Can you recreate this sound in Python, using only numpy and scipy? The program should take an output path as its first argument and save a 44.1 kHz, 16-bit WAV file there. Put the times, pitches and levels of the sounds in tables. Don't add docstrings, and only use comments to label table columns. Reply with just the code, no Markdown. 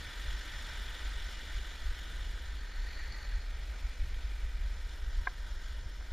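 import sys
import numpy as np
from scipy import signal
from scipy.fft import rfft, irfft, next_fast_len
from scipy.io import wavfile
from scipy.ndimage import uniform_filter1d

SR = 44100
rng = np.random.default_rng(int(sys.argv[2]) if len(sys.argv) > 2 else 0)


def to_wav(sig):
    pcm = np.clip(np.atleast_2d(sig), -1, 1) * 32767
    pcm = np.round(pcm).astype(np.int16)
    wavfile.write(sys.argv[1], SR, pcm.T)


def voltage_ratio(level):
    return 10 ** (np.asarray(level, float) / 20)


N = 269892

# time in seconds, level in dB before wavering and flutter.
HISS = [(0.0, -48), (0.68, -47), (1.3, -49), (2.18, -50.5), (2.5, -52), (2.68, -53.5), (2.87, -50.5),
        (3.1, -49.5), (3.3, -52), (3.54, -54), (4.0, -54), (4.74, -54.5), (5.52, -54), (6.12, -56.5)]
# frequency in Hz, relative density in dB per Hz.
SLANTED = [(290, -32), (500, -11), (900, -5.5), (1500, -2.5), (1900, -6), (2300, -4), (2900, -11),
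           (3430, -6), (4500, -10.5), (6300, -16.5), (7600, -20.5), (10000, -24.5), (11500, -25),
           (13000, -28.5), (15300, -27)]
# centre in Hz, bell width (one sigma) in Hz, height in dB.
CASE = [(597, 31, 5), (940, 90, -1.5), (1099, 62, -7), (1530, 69, 3), (1694, 26.4, -7.5), (1866, 138, 4),
        (2360, 114, 3.5), (2745, 57, -4.5), (2866, 110, 5), (3330, 230, 2), (4140, 110, 2), (4850, 79, 5),
        (4920, 82, -2.5), (5900, 100, -3.5), (6030, 89, 1.5), (11500, 570, 2)]


def rms_one(x):
    return x / np.sqrt(np.mean(x ** 2) + 1e-20)


def in_time(rows):
    s, *columns = np.transpose(rows)
    return [np.interp(np.arange(N) / SR, s, column) for column in columns]


def drift(rate_hz):
    coarse = 40
    r = np.exp(-2 * np.pi * rate_hz * coarse / SR)
    noise = rng.standard_normal(N // coarse + 2002)
    slow = signal.lfilter([1], [1, -2 * r, r * r], noise)[2000:]
    return np.interp(np.arange(N) / coarse, np.arange(len(slow)), rms_one(slow))


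def coloured(source, spectrum, resonances=()):
    size = next_fast_len(N)
    hz = np.arange(size // 2 + 1) * SR / size + 1e-3
    corner_hz, corner_db = np.transpose(spectrum)
    db = np.interp(np.log(hz), np.log(corner_hz), corner_db, left=-90, right=-90)
    for centre_hz, width_hz, peak_db in resonances:
        db = db + peak_db * np.exp(-.5 * ((hz - centre_hz) / width_hz) ** 2)
    return rms_one(irfft(rfft(source, size) * voltage_ratio(db), size)[..., :N])


def band(x, low_hz, high_hz):
    size = next_fast_len(N)
    hz = np.arange(size // 2 + 1) * SR / size
    inside = (hz > low_hz) & (hz <= high_hz)
    return irfft(rfft(x, size) * inside, size)[..., :N]


def ringing(x, hz, decay):
    w = 2 * np.pi * hz / SR
    return signal.lfilter([0, np.sin(w)], [1, -2 * decay * np.cos(w), decay * decay], x)


def spray(per_s, spread_db, share):
    sizes = voltage_ratio(spread_db * np.minimum(rng.exponential(1, (2, N)), 5)) * rng.choice([-1, 1], (2, N))
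    bursts = rms_one(sizes * (rng.random((2, N)) < per_s / SR))
    return np.sqrt(1 - share) * rng.standard_normal((2, N)) + np.sqrt(share) * bursts


def patchy(water):
    patch_edges = [0, 1700, 2700, 3900, 4900, 5800, 7400, 10000, 20000]
    out = 0
    for low_hz, high_hz in zip(patch_edges, patch_edges[1:]):
        waver_db = 0.35 * drift(1.0) + 0.71 * drift(12.0)
        out = out + voltage_ratio(waver_db) * band(water, low_hz, high_hz)
    return out


def white_water():
    # frequency in Hz, relative density in dB per Hz.
    facing = [(290, -43), (500, -16.5), (824, -10.5), (910, -4.5), (1100, -6), (1480, -2), (1880, -2.5),
              (2650, -11.5), (3480, -3), (4490, -12), (6790, -17.5), (7500, -19.5), (15100, -29.5)]
    side_on = [(500, -19), (900, -4.5), (1300, -6), (1900, -0.5), (2300, -8), (3000, -14), (3900, -9.5),
               (4150, -7), (4420, -3), (4700, -9), (4950, -18), (5500, -17), (6100, -16), (7450, -18.5),
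               (7700, -28), (10500, -27.5), (15500, -33)]
    behind = [(290, -50), (500, -26), (545, -14.5), (835, -13), (936, -3.5), (1130, -7.5), (1560, -3.5),
              (1860, -5), (2610, -16), (3380, -8.5), (5480, -15.5), (7830, -22.5), (15100, -31)]
    # time in seconds,
    # bearing (0 facing, 1 side-on, 2 slanted, 3 back to the water).
    bearing = [(0.0, 0.05), (2.5, 0.03), (2.62, 0.32), (2.82, 0.7), (3.0, 0.95), (3.14, 1.03), (3.24, 1.1),
               (3.36, 1.45), (3.52, 1.93), (4.3, 2.08), (4.8, 2.63), (5.3, 3.13), (6.12, 2.82)]
    # centre in Hz, bell width (one sigma) in Hz,
    # then height in dB when facing, side-on, slanted and behind.
    port_peaks = [(4400, 140, -0.7, 2.5, 0.1, 0.1), (5380, 160, 5, 1.5, 4.4, 5.3),
                  (6820, 124, 6.5, 1.5, 4, 5.8)]
    scattered_share = 0.074
    shares = np.clip(1 - np.abs(in_time(bearing)[0] - np.arange(4)[:, None]), 0, 1)
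    from_behind = np.arange(4)[:, None] == 3
    shares = (1 - scattered_share) * shares + scattered_share * from_behind
    out = 0
    for k, (share, colour) in enumerate(zip(shares, (facing, side_on, SLANTED, behind))):
        peaks = CASE + [(hz, width_hz, peak_db[k]) for hz, width_hz, *peak_db in port_peaks]
        surge = voltage_ratio(0.3 * drift(3.0) + 0.58 * drift(38.0))
        water = coloured(spray(3000, 2.2, share=0.091), colour, peaks)
        out = out + np.sqrt(share) * surge * water
    return voltage_ratio(in_time(HISS)[0]) * patchy(out)


def flutter(depth_db):
    rate_hz, turn = 46.875, .43
    return voltage_ratio(depth_db * np.cos(2 * np.pi * (rate_hz * np.arange(N) / SR - turn)))


def in_steps(marks):
    step, first_step = 1024, 845
    line = np.interp((np.arange(N) - first_step) / step + 2, np.arange(len(marks)), marks)
    return np.sin(np.pi / 2 * line) ** 2


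def flickering_width(centre, width, wide_db, narrow_db, lift_db):
    # lower edge in Hz, upper edge in Hz, chance of opening per step (0-1) while the treble is wide.
    wide_patches = [(4100, 5000, .05), (4740, 5170, .08)]
    steps = np.cumsum(rng.choice([2, 2, 2, 2, 3, 3, 3, 4, 5], N // 1024))
    marks = np.zeros(steps[-1] + 1)
    marks[steps] = 1
    narrow = in_steps(marks)
    treble = band(centre, 7000, SR / 2)
    centre = centre + treble * (voltage_ratio(lift_db * (narrow - 0.75)) - 1)
    wide = band(width, 5650, SR / 2)
    for low_hz, high_hz, share in wide_patches:
        opened = (rng.random(len(marks)) < share) * (1 - marks)
        wide = wide + in_steps(opened) * band(width, low_hz, high_hz)
    wide = wide * voltage_ratio(wide_db + (narrow_db - wide_db) * narrow)
    return np.array([centre + wide, centre - wide])


def murmur():
    # frequency in Hz, relative density in dB per Hz.
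    murmur_colour = [(90, -26), (130, -0.5), (170, -0.5), (300, 0), (500, -2.5), (700, -7), (1000, -10),
                     (1400, -43)]
    mean_db, follows = -62, 0.38
    wash = coloured(spray(300, 3.2, share=0.11)[0], murmur_colour)
    hiss_db, = in_time(HISS)
    level_db = mean_db + follows * (hiss_db - hiss_db.mean()) + 0.29 * drift(11.0)
    return voltage_ratio(level_db) * wash


def gurgles():
    per_s, cycles = 250, 38
    clump_db, level_db = 5.0, -14.5
    sizes = voltage_ratio(3.5 * np.minimum(rng.exponential(1, N), 3.5)) * rng.choice([-1, 1], N)
    out, chance = np.zeros(N), rng.random(N)
    dealt = rng.integers(0, 18, N)
    clumps = [drift(7.0) for _ in range(3)]
    for k, hz in enumerate(np.geomspace(1208, 4150, num=18)):
        rate = per_s * voltage_ratio(clump_db * clumps[k // 6])
        born = (dealt == k) & (chance < rate / SR)
        out += ringing(sizes * born + 1e-18, hz, voltage_ratio(-60 * hz / (cycles * SR)))
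    return voltage_ratio(in_time(HISS)[0] + level_db) * coloured(out, SLANTED, CASE)


def with_swells(steady_db, swells):
    rise_share = 0.45
    t, power = np.arange(N) / SR, voltage_ratio(steady_db) ** 2
    for s, db, length in swells:
        side = length * np.where(t < s, rise_share, 1 - rise_share)
        power = power + voltage_ratio(db - 6 * ((t - s) / side) ** 2) ** 2
    return 10 * np.log10(power)


def air_db():
    # time in seconds, rumble level in dB before wavering.
    airflow = [(0.0, -44), (0.12, -46.5), (0.4, -46), (0.9, -41), (0.97, -42), (1.3, -42), (2.3, -42.5),
               (3.2, -46), (4.3, -37), (5.3, -40), (6.12, -39.5)]
    # time of the peak in seconds, peak in dB, length in seconds.
    gusts = [(0.04, -42, 0.056), (0.293, -36, 0.19), (1.064, -35, 0.074), (1.2, -36, 0.1),
             (1.555, -35.5, 0.082), (1.718, -41, 0.017), (1.87, -32.5, 0.11), (2.23, -40, 0.32),
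             (2.426, -43, 0.16), (2.564, -37, 0.11), (2.801, -34.5, 0.083), (2.98, -39, 0.37),
             (3.33, -34, 0.15), (3.54, -38.5, 0.22), (3.698, -34, 0.034), (3.852, -31.5, 0.034),
             (4.023, -28, 0.042), (4.14, -35, 0.056), (4.253, -37, 0.036), (4.383, -41, 0.038),
             (4.451, -28.5, 0.024), (4.655, -36.5, 0.14), (5.057, -33, 0.075), (5.185, -30, 0.047),
             (5.473, -43.5, 0.51), (5.863, -33, 0.013), (6.096, -43, 0.096)]
    return with_swells(in_time(airflow)[0] + 1 * drift(18.0), gusts)


def evened(swirl, floor, exponent):
    power = uniform_filter1d(uniform_filter1d(swirl ** 2, size=1500), size=1500)
    size = np.sqrt(power + floor)
    return rms_one(swirl / size ** exponent)


def rumble(level_db):
    # frequency in Hz, relative density in dB per Hz.
    rumble_colour = [(3, -34), (5, -17), (16, -3.5), (27, -0.5), (40, 1), (55, -2), (70, -13), (90, -28.5),
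                     (130, -66)]
    return voltage_ratio(level_db) * evened(coloured(rng.standard_normal(N), rumble_colour), 0.058, 0.46)


def buffet(level_db):
    # frequency in Hz, relative density in dB per Hz.
    buffet_colour = [(45, -38), (65, 6), (85, -4.5), (110, -8.5), (150, -18.5), (200, -20.5), (300, -61)]
    # time of the peak in seconds, peak in dB, length in seconds.
    swirls = [(0.072, -50, 0.052), (0.27, -52, 0.1), (0.504, -54.5, 0.11), (0.713, -53.5, 0.22),
              (1.12, -57, 0.083), (1.493, -50.5, 0.06), (1.58, -52, 0.079), (1.906, -55, 0.11),
              (2.167, -53, 0.25), (2.36, -54, 0.24), (2.622, -65, 0.11), (2.776, -57, 0.12),
              (3.12, -51, 0.063), (3.322, -48, 0.11), (3.528, -57, 0.11), (3.794, -58, 0.12),
              (4.07, -49.5, 0.1), (4.305, -70, 0.088), (4.65, -54.5, 0.22), (5.177, -57, 0.14),
              (5.504, -57, 0.18)]
    mean_db, follows, waver_db = -58.5, 0.16, 3.5
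    db = mean_db + follows * (level_db - level_db.mean()) + waver_db * drift(10.0)
    return voltage_ratio(with_swells(db, swirls)) * evened(coloured(rng.standard_normal(N), buffet_colour), 0.1, 0.2)


def thuds():
    # time of the peak in seconds, pitch in Hz, peak in dB, length between -6 dB points in seconds.
    bumps = [(0.045, 124, -53.5, 0.04), (0.27, 123, -54, 0.04), (0.885, 117, -55, 0.045),
             (3.125, 112, -53, 0.043), (4.045, 137, -49.5, 0.03), (5.05, 116, -57.5, 0.059)]
    t, out = np.arange(N) / SR, np.zeros(N)
    for s, hz, db, length in bumps:
        fall_db = 6 * np.minimum((2 * (t - s) / length) ** 2, 20)
        out += voltage_ratio(db - fall_db) * np.cos(2 * np.pi * hz * (t - s))
    return out


def drips():
    # start in seconds, starting pitch in Hz, peak in dB.
    bubble_notes = [(2.87, 1860, -41), (2.995, 1870, -42), (3.048, 1750, -44), (3.124, 4600, -39),
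                    (3.321, 1640, -43), (4.145, 3270, -44)]
    cycles, bend = 60, 1.3
    t, out = np.arange(2000) / SR, np.zeros(N)
    for s, hz, db in bubble_notes:
        i = round(s * SR)
        note = np.sin(2 * np.pi * hz * t * (1 + bend * t))
        out[i:i + len(t)] += voltage_ratio(db - 60 * t * hz / cycles) * note
    return out


def taps():
    # time in seconds, strength in dB before the modes' own levels.
    contacts = [(5.2704, -37.5), (5.2722, -33), (5.2729, -34.5), (5.2778, -52), (6.008, -58)]
    # pitch in Hz, relative level in dB before the low-pass,
    # time to die by 60 dB in seconds.
    case_modes = [(340, -17, 0.04), (547, -21, 0.055), (730, 2.5, 0.052), (1038, 6.5, 0.023),
                  (1305, -17, 0.055), (1597, 7, 0.022), (2092, 4, 0.03), (2377, -9, 0.033)]
    clicks, out = np.full(N, 1e-18), np.zeros(N)
    for s, db in contacts:
        clicks[round(s * SR)] = voltage_ratio(db)
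    for k, (hz, level_db, t60) in enumerate(case_modes):
        sign = (-1) ** k
        out += sign * voltage_ratio(level_db) * ringing(clicks, hz, voltage_ratio(-60 / (t60 * SR)))
    return signal.sosfilt(signal.butter(8, 2500, fs=SR, output="sos"), -out)


def scene():
    centre, width = white_water() * flutter(1.1)
    water = flickering_width(centre, width, wide_db=-2.5, narrow_db=-16.5, lift_db=3.5)
    water = water + murmur() * flutter(0.8) + gurgles() + drips()
    air = air_db()
    return water + rumble(air) + buffet(air) + thuds() + taps()


def roll_off(x):
    return signal.sosfilt(signal.butter(12, 15240, fs=SR, output="sos"), x)


def record(dry):
    return roll_off(dry)


dry = scene()
out = record(dry)
to_wav(out)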